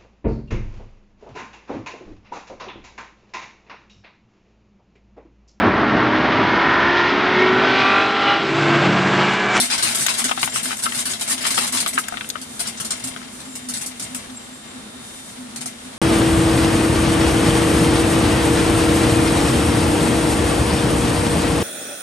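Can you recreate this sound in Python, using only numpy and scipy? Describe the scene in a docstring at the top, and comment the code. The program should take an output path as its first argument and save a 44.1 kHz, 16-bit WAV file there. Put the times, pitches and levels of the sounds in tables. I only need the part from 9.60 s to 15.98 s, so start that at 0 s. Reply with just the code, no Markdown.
"""Short blasts of air spit inside a steel cabinet, thick and fast at first, then one at a time.
This is an optical sorter picking over cashews, heard from just above its reject bin. Each blast is a
valve letting out a jet of air; rejected nuts knock into the bin and crumbs patter after them.
Underneath, the vibrating feeder drones and throbs, a fan runs, a thin motor whine comes and goes,
and a small air leak hisses and whistles."""
import sys
import numpy as np
from scipy import signal
from scipy.fft import rfft, irfft
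from scipy.io import wavfile
from scipy.ndimage import uniform_filter1d

SR = 44100
rng = np.random.default_rng(int(sys.argv[2]) if len(sys.argv) > 2 else 0)


def file_out(sig):
    """Save sig as 16-bit WAV at sys.argv[1]."""
    # one column per channel
    cols = np.atleast_2d(sig).T
    # limit, then scale
    lim = np.clip(cols, -1, 1)
    pcm = np.round(lim * 32767).astype(np.int16)
    wavfile.write(sys.argv[1], SR, pcm)


N = 281358
TIME = np.arange(N) / SR


def undb(db):
    """Turn decibels into a number to multiply by."""
    return 10 ** (np.asarray(db) / 20)


def curve(table):
    """Join (time_s, value) points with straight lines."""
    return np.interp(TIME, *np.transpose(table))


def unit(x):
    """Scale a signal to an average power of 1."""
    return x / np.sqrt(np.mean(x ** 2))


def sides(pan_db):
    """Left and right gains; a positive pan_db makes the left louder."""
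    return unit(undb(np.array([[pan_db], [-pan_db]]) / 2))


def colour(x, points):
    """Shape a sound's bass and treble by (frequency_hz, gain_db) points."""
    hz, db = np.transpose(points)
    f = np.fft.rfftfreq(x.shape[-1], 1 / SR) + 1
    return irfft(rfft(x) * undb(np.interp(np.log(f), np.log(hz), db)), x.shape[-1])


def band(x, hz, width_hz):
    """Keep the part of a sound near one pitch."""
    return signal.lfilter(*signal.iirpeak(hz, hz / width_hz, fs=SR), x)


def noise(channels=2):
    """Separate white noise for each ear."""
    return rng.standard_normal((channels, N))


def wander(per_s):
    """A smooth random wobble, about 1 in size."""
    hold = int(SR / per_s)
    steps = np.repeat(rng.standard_normal(N // hold + 1), hold)
    return unit(uniform_filter1d(uniform_filter1d(steps, hold), hold)[:N])


def grains(per_s, spread_db):
    """Tiny hits at random moments, a few much larger than the rest."""
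    size = undb(spread_db * np.minimum(rng.exponential(size=N), 4))
    return (rng.random(N) < per_s / SR) * size * rng.choice([-1, 1], N)


def add(out, start_s, sound):
    """Mix a sound in at a given time."""
    i = max(int(start_s * SR), 0)
    out[..., i:i + sound.shape[-1]] += sound[..., :max(N - i, 0)]


def from_left(x, lag_s):
    """A sound from the left reaches the right ear a little later."""
    return np.array([x, np.interp(TIME - lag_s, TIME, x)])


def diffuse(pair, spacing_m=0.31):
    """Sound from all around: low notes are alike on both sides, high ones are not."""
    size = pair.shape[-1]
    likeness = np.sinc(2 * np.fft.rfftfreq(size, 1 / SR) * spacing_m / 343)
    mid, side = irfft(rfft(pair) * np.sqrt([1 + likeness, 1 - likeness]), size)
    return np.array([mid + side, mid - side]) / np.sqrt(2)


def near_walls(x, echo_s, echo_db, build_s=0.0037):
    """The direct sound plus a blur of echoes off nearby walls, dying by 60 dB in echo_s."""
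    t = TIME[:SR // 2]
    walls = diffuse(rng.standard_normal((2, len(t)))) * undb(-60 * t / echo_s)
    walls *= 1 - np.exp(-t / build_s)
    response = walls * undb(echo_db) / np.sqrt(np.sum(walls ** 2) / 2)
    response[0, 0] += 1
    response[1, 26] += 1  # the direct sound reaches the right ear later
    heard = signal.fftconvolve(np.atleast_2d(x), response, axes=1)[:, :N]
    return heard / np.sqrt(1 + undb(2 * echo_db))


# The tone colour of the fan's rushing air: frequency_hz, gain_db
FAN_COLOUR = [(15, -42), (28, -18), (45, -6.5), (110, -4), (200, -2), (330, -4), (450, -4.5), (1200, -6.5),
              (2500, -12.5), (4000, -10.5), (6000, -18), (9000, -12.5), (11500, -25), (14500, -68)]
# The hums of the motor and fan: pitch_hz, relative_level_db
MOTOR_HUMS = [(38.5, -77), (66, -75), (76.5, -63.5), (120, -58), (154, -61.5), (455, -64.5), (780, -64),
              (1384, -66)]


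def fan(air_db=-40.5, hum_gain_db=-1):
    """The fan pushes a steady rush of air while its motor hums on several wavering notes."""
    out = unit(colour(diffuse(noise()), FAN_COLOUR)) * undb(air_db + wander(10)) * sides(0.5)
    for hz, db in MOTOR_HUMS:
        phase = 2 * np.pi * np.cumsum(hz * (1 + 0.0022 * wander(40.15))) / SR
        out += np.sqrt(2) * np.sin(phase) * undb(db + hum_gain_db + 2 * wander(5.9))
    return out


# How the motor's whine comes and goes: time_s, relative_level_db
WHINE_LEVELS = [(0, -44), (3.5, -50), (3.7, -56), (4.1, -50), (4.7, -58), (4.87, -53), (5.6, -45.5),
                (5.85, -56), (6.25, -52.5), (6.38, -55)]


def motor_whine(pitch_hz=3654, gain_db=-1, low_note_db=-60):
    """A motor gives a thin, unsteady whine over a steadier note an octave below."""
    phase = 2 * np.pi * np.cumsum(pitch_hz + 16 * wander(90)) / SR
    high_note = np.sin(phase) * undb(curve(WHINE_LEVELS) + gain_db)
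    low_note = np.sin(phase / 2) * undb(low_note_db)
    return from_left(np.sqrt(2) * (high_note + low_note), lag_s=0.00009)


# The tone colour of escaping air: frequency_hz, gain_db
HISS_COLOUR = [(3500, -16.5), (5000, -6.5), (6500, -3), (8000, 0), (9300, 2.5), (10300, -2.5),
               (11500, -9.5), (13800, -16.5), (15000, -68)]


def air_hiss(source):
    """Turn noise into the bright hiss of escaping air, for the leak and the blasts."""
    return unit(colour(source, HISS_COLOUR))


# How strongly the leak hisses: time_s, relative_level_db
LEAK_LEVELS = [(0, -30.5), (2.8, -39.5), (3.5, -43), (4.4, -39.5), (5.3, -46.5), (5.55, -37.5), (5.72, -39),
               (5.88, -45), (6.38, -44)]
# The leak's whistles: loudest_at_s, pitch_hz, relative_level_db, fade_s
LEAK_WHISTLES = [(0.9, 7400, -30, 0.12), (3.86, 7360, -41, 0.023), (3.91, 7340, -39, 0.057),
                 (4.035, 7300, -44, 0.025), (4.775, 7520, -34, 0.02), (4.84, 7505, -42, 0.027),
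                 (4.94, 7515, -40, 0.061), (5.09, 7490, -44, 0.05), (5.25, 7500, -52, 0.03)]


def air_leak(gain_db=-2, rise_s=0.017):
    """Compressed air seeps past a valve and now and then catches a thin, flickering whistle."""
    out = air_hiss(noise()) * undb(curve(LEAK_LEVELS) + gain_db + 1.5 * wander(25))
    waver_hz = 60 * wander(500)
    flicker_db = 2.5 * wander(120)
    for loudest_at_s, hz, db, fade_s in LEAK_WHISTLES:
        swell = np.exp(-np.maximum((loudest_at_s - TIME) / rise_s, (TIME - loudest_at_s) / fade_s))
        tone = np.sqrt(2) * np.sin(2 * np.pi * np.cumsum(hz + waver_hz) / SR)
        out += from_left(tone * swell * undb(db + gain_db + flicker_db), lag_s=0.00003)
    return out


# The feeder's throbs: loudest_at_s, relative_level_db, pitch_hz
FEEDER_THROBS = [(0.01, -27.5, 246), (0.1, -40, 246.7), (0.32, -34.5, 230.5), (0.43, -40, 220.7),
                 (0.54, -37, 225.4), (0.647, -31, 251.6), (0.78, -33.5, 247), (0.873, -38.5, 254.5),
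                 (0.978, -36, 238.6), (1.078, -32, 254.2), (1.281, -34.5, 241.7), (1.474, -35.5, 253),
                 (1.731, -32, 252.6), (1.82, -37.5, 250.5), (2.03, -34, 236), (2.143, -35, 260.5),
                 (2.26, -37, 220.5), (2.374, -33.5, 254.4), (2.476, -52, 245.4), (2.57, -39, 255.2),
                 (2.81, -37, 256), (2.912, -38.5, 251.1), (3.08, -35.5, 227.9), (3.18, -40, 244),
                 (3.258, -37.5, 226), (3.47, -32.5, 255), (3.56, -37, 248), (3.662, -35, 254),
                 (3.884, -34, 261), (4.101, -31, 246.7), (4.295, -34.5, 260), (4.54, -29.5, 257),
                 (4.723, -33, 255), (4.94, -41, 262.5), (5.176, -33.5, 257.7), (5.385, -36.5, 255),
                 (5.6, -42, 264), (5.82, -32, 251), (5.965, -36, 232.6), (6.045, -36.5, 255.2),
                 (6.27, -35.5, 258.5)]


def feeder(drone_hz=247, drone_db=-50.5, throb_gain_db=-3, throb_width_s=0.03764,
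           tray_hz=223, tray_db=-52, tray_late_s=0.079, scatter_db=-52):
    """The vibrating feeder drones on a low note that bends with each throb; its tray rumbles after."""
    loudest_at_s, throb_db, throb_hz = np.transpose(FEEDER_THROBS)
    throbs = np.array([np.exp(-((TIME - s) / throb_width_s) ** 2) for s in loudest_at_s])
    swell = undb(throb_db + throb_gain_db) @ throbs
    hz = drone_hz + (throb_hz - drone_hz) @ throbs + 4 * wander(40)
    strength = np.hypot(swell, undb(drone_db + 4 * wander(17)))
    shudder = undb(2 * wander(70))
    drone = np.sin(2 * np.pi * np.cumsum(hz) / SR) * strength * shudder
    late_throbs = np.interp(TIME - tray_late_s, TIME, throbs.sum(axis=0))
    rumble_db = tray_db + 7 * late_throbs + 2 * wander(30)
    tray = np.sin(2 * np.pi * np.cumsum(tray_hz + 9 * wander(50)) / SR) * undb(rumble_db)
    scattered = unit(band(band(diffuse(noise()), 228, 140), 228, 140)) * undb(scatter_db)
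    return from_left(np.sqrt(2) * (drone + tray), lag_s=0.00036) + scattered


def hall_echo(sound, echo_s=1, level_db=-48):
    """The hall sends back a faint echo from all around."""
    tail = diffuse(noise()[:, :SR]) * undb(-60 * TIME[:SR] / echo_s)
    return unit(signal.fftconvolve(sound, tail, axes=1)[:, :N]) * undb(level_db)


# Low thumps of the cabinet wall: start_s, level_db, pitch_hz
WALL_THUMPS = [(0.276, -39, 125), (0.399, -33, 132.3), (0.825, -36, 130), (0.955, -37, 116),
               (1.364, -35.5, 135), (1.5, -47, 125.8), (2.16, -39.5, 124.5), (3.195, -39, 115),
               (3.432, -39, 117.2), (4.12, -40, 115), (5.985, -41, 135), (6.045, -42, 129.3)]


def wall_thumps(swell_s=0.011):
    """Under the heavier runs of blasts, the cabinet wall bulges and swings a few times."""
    out, t = np.zeros((2, N)), TIME[:SR // 6]
    swell = t / swell_s * np.exp(1 - t / swell_s)
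    for start_s, db, hz in WALL_THUMPS:
        add(out, start_s, undb(db) * np.sin(2 * np.pi * hz * t) * swell)
    return out


# The tone colour of falling crumbs: frequency_hz, gain_db
PATTER_COLOUR = [(100, -73), (350, -4.5), (480, -35), (650, -1.5), (1250, -10.5), (2000, -2.5), (3200, -5),
                 (6000, -11), (9000, -17), (11500, -43), (15000, -46)]


def crumbs(blows, scatter_db=-10.5, settle_s=0.089, trickle_db=-47.5):
    """Blasts and knocks scatter broken pieces down the chute; the patter then settles to a trickle."""
    keep = np.exp(-1 / (settle_s * SR))
    recent_power = signal.lfilter([1 - keep], [1, -keep], np.mean(blows ** 2, axis=0))
    flow = np.hypot(np.sqrt(recent_power) * undb(scatter_db), undb(trickle_db))
    ticks = near_walls(grains(per_s=520, spread_db=4), echo_s=0.045, echo_db=5)
    return unit(colour(ticks, PATTER_COLOUR)) * flow * sides(6)


# Nuts hitting other nuts: start_s, relative_level_db, pitch_hz
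NUT_SNAPS = [(0.465, 5, 5540), (0.713, -12, 6500), (0.859, -8, 7600), (1.17, -9, 8010), (2.262, -5.5, 7010),
             (2.484, -7.5, 7710), (2.69, -8.5, 9220), (2.701, -4, 5400), (3.3062, -17, 6020)]


def nut_snaps(fade_s=0.00045, gain_db=3):
    """One nut strikes another with a brief, bright snap."""
    out, t = np.zeros((2, N)), TIME[:SR // 20]
    for start_s, db, hz in NUT_SNAPS:
        snap = band(rng.standard_normal(len(t)) * np.exp(-t / fade_s), hz, width_hz=6000)
        add(out, start_s, undb(db + gain_db) * sides(3) * snap)
    return near_walls(out, echo_s=0.024, echo_db=0)


# The tone colour of the bin's short ring: multiple_of_pitch, gain_db
BIN_RING = [(.1, -24), (.25, 4), (.5, -3.5), (1, 4), (2.2, -9), (3.2, -11), (6, -45)]
# The tone colour the bin gives every landing: frequency_hz, gain_db
LANDING_COLOUR = [(100, -7.5), (500, -10.5), (1250, 6.5), (1700, 3.5), (3000, 4.5), (9000, -17.5),
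                  (12000, -24.5), (15000, -52)]
# Whole nuts landing: start_s, relative_level_db, pitch_hz, thud_gain_db, crack_gain_db, pan_db
NUT_LANDINGS = [(0.127, -14, 1360, -24, -14, 6), (0.464, -6.5, 2070, -19, 0.5, 18),
                (0.484, -9, 1390, -26, -1, 7), (0.618, -12.5, 2090, -15, 0, 12),
                (0.694, -11.5, 1320, -13, -3, 4), (0.7128, -4.5, 2480, -5.5, 0.5, 13),
                (0.716, -4, 1140, -18, -12, 4), (0.776, -8, 1110, -10, -5, 7.5),
                (0.8299, -3.5, 1380, -18, 5.5, 10.5), (0.834, -10, 1450, -14, -2, 7),
                (0.876, -10.5, 970, -11, -4, 10), (0.96, -10.5, 1320, -11, -3, 9),
                (1.056, -14.5, 1520, -41, -20, 2), (1.108, -11.5, 1305, -14, -23, 6),
                (1.116, -13, 2117, -33, -4, 4), (1.129, -11.5, 1280, -7, -20, 5),
                (1.258, -13.5, 1316, -42, 6, 2), (1.265, -6.5, 1270, -12, -14, 7),
                (1.3215, -7, 2100, -20, -19, 14), (1.84, -11, 1680, -28, -12, 16),
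                (1.852, -7.5, 1700, -37, -12, 10), (1.979, -6, 1190, -4.5, 3, 11),
                (1.984, -10, 1960, -0.5, -3, 11), (2.228, -12, 2071, -12, -14, 11),
                (2.2621, -6.5, 1140, -17, -1.5, 5), (2.267, -13, 1050, -12, -3, 7),
                (2.372, -20.5, 1850, -31, 5.5, 4), (2.378, 1, 1280, -20, -16, 2.5),
                (2.485, -12.5, 1500, -13, -24, 3), (2.524, -14, 640, -4.5, -36, 9),
                (2.541, -17.5, 1320, -6, -10, 7), (2.5712, -11.5, 2210, -22, -3, 13),
                (2.577, -18, 1250, -14, 3, 6), (2.6094, -13, 1580, -27, 0, 4),
                (2.616, -23, 1400, -12, -2, 9), (2.645, -21, 1530, -15, 1, 8),
                (2.756, -10.5, 1320, -12, -11, 9), (3.563, -16.5, 1467, -11, -4, 6),
                (3.617, -23.5, 1270, -14, -9, 5), (4.141, -40, 1260, -5, 1, 8),
                (4.549, -20, 860, -8, -3, 8), (5.961, -25, 1787, -5, -3, 10),
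                (6.06, -24.5, 1193, 0.5, -16, 5)]


def nut_landings(knock_cycles=1.52, thud_hz=680, thud_s=0.0041, crack_hz=3400, crack_s=0.0017,
                 clack_s=0.0016, ring_s=0.004, contact_s=0.0002, gain_db=-0.5, bounce_db=-13):
    """A nut cracks and knocks on the bin floor, bends it with a thud and tips onto its other end."""
    out, t = np.zeros((2, N)), TIME[:SR // 20]
    # each nut gets its own bounce delay, and a landing spot that retunes the thud and ring
    chances = rng.uniform([.003, .72], [.007, 1.25], (len(NUT_LANDINGS), 2))
    for (start_s, db, hz, thud_db, crack_db, pan_db), (bounce_s, spot) in zip(NUT_LANDINGS, chances):
        ring_noise, crack_noise = rng.standard_normal((2, 2, len(t)))
        knock = undb(-3.5) * np.sin(2 * np.pi * hz * t) * np.exp(-t * hz / knock_cycles)
        clack_hz = hz * rng.uniform(1.4, 2.4)  # the nut's own dry note
        clack = undb(-12) * np.sin(2 * np.pi * clack_hz * t) * np.exp(-t / clack_s)
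        thud = undb(thud_db + 4) * np.sin(2 * np.pi * thud_hz * spot * t) * np.exp(-t / thud_s)
        fade_s = ring_s * 2 ** ((db + 7) / 15)  # 15 dB harder rings twice as long
        ring = unit(colour(diffuse(ring_noise), np.array(BIN_RING) * [hz * spot, 1]))
        ring *= undb(-12) * np.exp(-t / fade_s)
        crack = unit(band(band(crack_noise, crack_hz, 2900), crack_hz, 2900))
        crack *= undb(crack_db - 6) * np.exp(-t / crack_s)
        force = 1 - np.exp(-t / contact_s)  # a nut is soft, so its push builds up
        landing = (knock + clack + thud + ring + crack) * force * undb(db + gain_db) * sides(pan_db)
        add(out, start_s, landing)
        add(out, start_s + bounce_s, undb(bounce_db) * landing)
    return colour(near_walls(out, echo_s=0.048, echo_db=-8.5), LANDING_COLOUR)


def valve_chatter(blasts, clump_ms=19, chatter_ms=6, gain_db=-3.5, body_db=2):
    """Extra blast rows: a clump of nuts that holds one valve open briefly trips its neighbour too."""
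    clumps = [row for row in blasts if row[1] > clump_ms]
    chances = rng.uniform([.4, -1], [1.3, 1], (len(clumps), 2))
    return [(start_s + late * open_ms / 1000, chatter_ms, db + gain_db + scatter_db, body_db, 0)
            for (start_s, open_ms, db, _, _), (late, scatter_db) in zip(clumps, chances)]


# The tone colour of the cabinet's low answer to a blast: frequency_hz, gain_db
CABINET_COLOUR = [(35, -28), (70, -22), (125, 5.5), (180, -22), (330, 0.5), (600, -7), (1500, -32)]
# The tone colour of a jet's rush, below its hiss: frequency_hz, gain_db
RUSH_COLOUR = [(1200, -25), (2300, -14), (3300, 5.5), (5200, 5), (7000, -15), (9500, -48)]
# The tone colour of nuts flung against the chute: frequency_hz, gain_db
CLATTER_COLOUR = [(60, -35), (130, -16), (330, -0.5), (480, -4.5), (700, 2.5), (1300, 4.5), (2000, 2),
                  (2800, 4.5), (5000, -42)]
# Valves firing: start_s, open_ms, relative_level_db, body_db (rush and clatter), sizzle_db (top treble)
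VALVE_BLASTS = [(0.0, 6.8, -13, 0, 2), (0.02, 30.4, -22.5, -2, 1.0), (0.1, 18.2, -22.5, 3.5, -4),
                (0.121, 23.6, -20, 0.5, -11), (0.178, 17.8, -22.5, 2.5, -3), (0.225, 12.6, -16, 0, 2.5),
                (0.249, 34, -23.5, 0, -1), (0.281, 41, -25, -2, 1.5), (0.347, 12, -16.5, -4, 2),
                (0.382, 25, -24.5, -4.5, 4), (0.408, 22.5, -19, -9.5, -1.5), (0.48, 25.8, -21, 0.5, -5),
                (0.524, 19.6, -25, -4, -3), (0.571, 38, -22.5, -5, 2), (0.641, 9.8, -14, -6, -4),
                (0.678, 21, -28, -1, -2), (0.766, 13, -32, 3, -9), (0.793, 6.5, -22, -1.5, -8),
                (0.813, 18, -23, -5, 0.5), (0.83, 18.3, -21, -6, 1.5), (0.932, 56, -23.5, -6, 0),
                (1.029, 21.7, -23.5, -10, 4), (1.07, 53, -29, -1.5, 0.0), (1.18, 20, -29.5, -15, -1),
                (1.223, 12, -21.5, -5.5, 1), (1.236, 7, -18.5, -1.5, 4.5), (1.283, 63, -30.5, -7, -0.5),
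                (1.347, 13, -23, -4, 3.5), (1.374, 34, -22, -11, -1), (1.454, 18, -21, -3, 0),
                (1.493, 32, -23, -7.5, -4), (1.595, 10.9, -29, -3, -1), (1.61, 14.1, -21, -3.5, 1.5),
                (1.676, 11.8, -20.5, -5, -0.5), (1.697, 34.5, -19, -8, 1), (1.778, 6.2, -23.5, 1.5, -7),
                (1.807, 25, -29, 1, 1.5), (1.843, 26.7, -25, 4.5, -2), (1.865, 12.5, -20, -4.5, 4),
                (1.905, 12.7, -18.5, -1.5, 2), (1.943, 17.4, -19, -5.5, -5), (1.971, 20.2, -19.5, -0.5, 1),
                (2.008, 40, -23.5, -2.5, 0), (2.067, 13.5, -21, -6, -1), (2.122, 41.6, -20.5, -5.5, -0.5),
                (2.173, 12.3, -18.5, -2, -8), (2.202, 8.8, -15, -5.5, -1.5), (2.275, 8.2, -20, -5, 6.5),
                (2.331, 16.8, -26.5, -17, 2), (2.383, 7.6, -20.5, -28, 2.5), (2.814, 12.54, -31, -4.5, 1.5),
                (2.993, 16.5, -19.5, -7.5, 0.5), (3.05, 15.5, -34.5, 5, -2), (3.069, 9.4, -21, -5.5, -1),
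                (3.172, 12, -28.5, -7, -41), (3.199, 10.3, -22.5, -6, 0), (3.247, 9.5, -21.5, -10, -1.5),
                (3.306, 5.8, -13, -11, -9.5), (3.365, 17.4, -35.5, -15, -1), (3.396, 5.4, -31, -21, -1),
                (3.438, 9.5, -23, -9.5, 0), (3.471, 6.6, -24, -10.5, 1.5), (3.803, 4.2, -31.5, -3, -3.0),
                (3.953, 7.8, -25.5, -6.5, -1.5), (4.086, 13.7, -22.5, -10, 0), (4.137, 7.1, -19, -9, -5),
                (4.166, 9.1, -23, -10, -1), (4.21, 17, -25, -9, 0.5), (4.26, 7.2, -22.5, -21, 2),
                (4.396, 9, -24, -4, -1), (4.422, 10, -24.5, -15, -2), (4.546, 5.1, -22, -10, 3.5),
                (5.959, 7, -23, -6.5, -3.5), (6.008, 8.9, -24, -7, -5), (6.057, 8.1, -21, -15, -2.5)]


def air_blasts(rush_db=-3.5, clatter_db=-4.5, cabinet_db=-24, tray_db=-19, grit_db=-5, flutter_db=2,
               valve_move_s=0.001, spit_s=0.0018, reflection=0.4, nozzle_count=5):
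    """Each valve lets out a burst of churning air that flings nuts at the chute; the cabinet rings."""
    dusty_air = noise() + undb(grit_db) * unit(grains(per_s=900, spread_db=2.2))
    hiss = unit(air_hiss(dusty_air) * undb(flutter_db * wander(400))) * sides(0.081)
    sizzle = signal.sosfiltfilt(signal.butter(4, 9000, "high", fs=SR, output="sos"), hiss)
    cabinet = unit(colour(noise(channels=1), CABINET_COLOUR)) * undb(cabinet_db)
    tray = unit(band(band(noise(channels=1), 238.6, 50), 238.6, 50)) * undb(tray_db)
    boom = cabinet + tray  # the air shakes both
    rush = unit(colour(noise() + grains(per_s=770, spread_db=2.4), RUSH_COLOUR))
    rush *= undb(rush_db + flutter_db * wander(400)) * sides(2)
    clatter = unit(colour(grains(per_s=2500, spread_db=3.65), CLATTER_COLOUR))
    clatter = clatter * undb(clatter_db) * sides(4)
    nozzles = np.zeros((nozzle_count, 2, N))
    blasts = VALVE_BLASTS + valve_chatter(VALVE_BLASTS)
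    for k, (start_s, open_ms, db, body_db, sizzle_db) in enumerate(blasts):
        first, open_s = int(start_s * SR), open_ms / 1000
        span = slice(first, min(first + int((open_s + valve_move_s) * SR), N))
        t = TIME[span] - TIME[first]
        valve = np.clip(t / valve_move_s, 0, 1) * np.clip((open_s - t) / valve_move_s + 1, 0, 1)
        valve *= 1 + 0.9 * np.exp(-t / spit_s)  # stored pressure escapes first
        nuts = undb(2 * np.log2(open_ms / 19.7))  # twice as long flings 2 dB more clatter
        jet = (hiss[:, span] + (undb(sizzle_db) - 1) * sizzle[:, span]) / np.std(hiss[:, span])
        body = undb(body_db) * (rush[:, span] + nuts * clatter[:, span])
        blast = undb(db) * sides(2) * valve * (jet + boom[:, span] + body) / np.hypot(1, reflection)
        nozzle = nozzles[k % nozzle_count]
        add(nozzle, start_s, blast)
        add(nozzle, start_s + rng.uniform(0.0003, 0.0016), reflection * blast)  # off the chute wall
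    # each nozzle's sound takes its own path through the open cabinet, which gives out little deep bass
    heard = sum(near_walls(nozzle, echo_s=0.13, echo_db=2.5) for nozzle in nozzles)
    return signal.sosfilt(signal.butter(3, 105, "high", fs=SR, output="sos"), heard)


def scene():
    """Blasts and falling nuts, with a faint echo of the hall, over the running machine."""
    blasts, knocks = air_blasts(), nut_landings()
    blows = blasts + undb(-4) * knocks  # a knock scatters fewer crumbs than a blast
    sorting = blasts + knocks + nut_snaps() + crumbs(blows)
    return sorting + hall_echo(sorting) + wall_thumps() + feeder() + fan() + motor_whine() + air_leak()


def record(dry):
    """Round off the loudest peaks and cut the highest treble."""
    ceiling, top_hz = 0.92, 14400
    rounded = ceiling * np.tanh(dry / ceiling)
    return signal.sosfilt(signal.ellip(8, .2, 70, top_hz, fs=SR, output="sos"), rounded)


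dry = scene()
out = record(dry)
file_out(out)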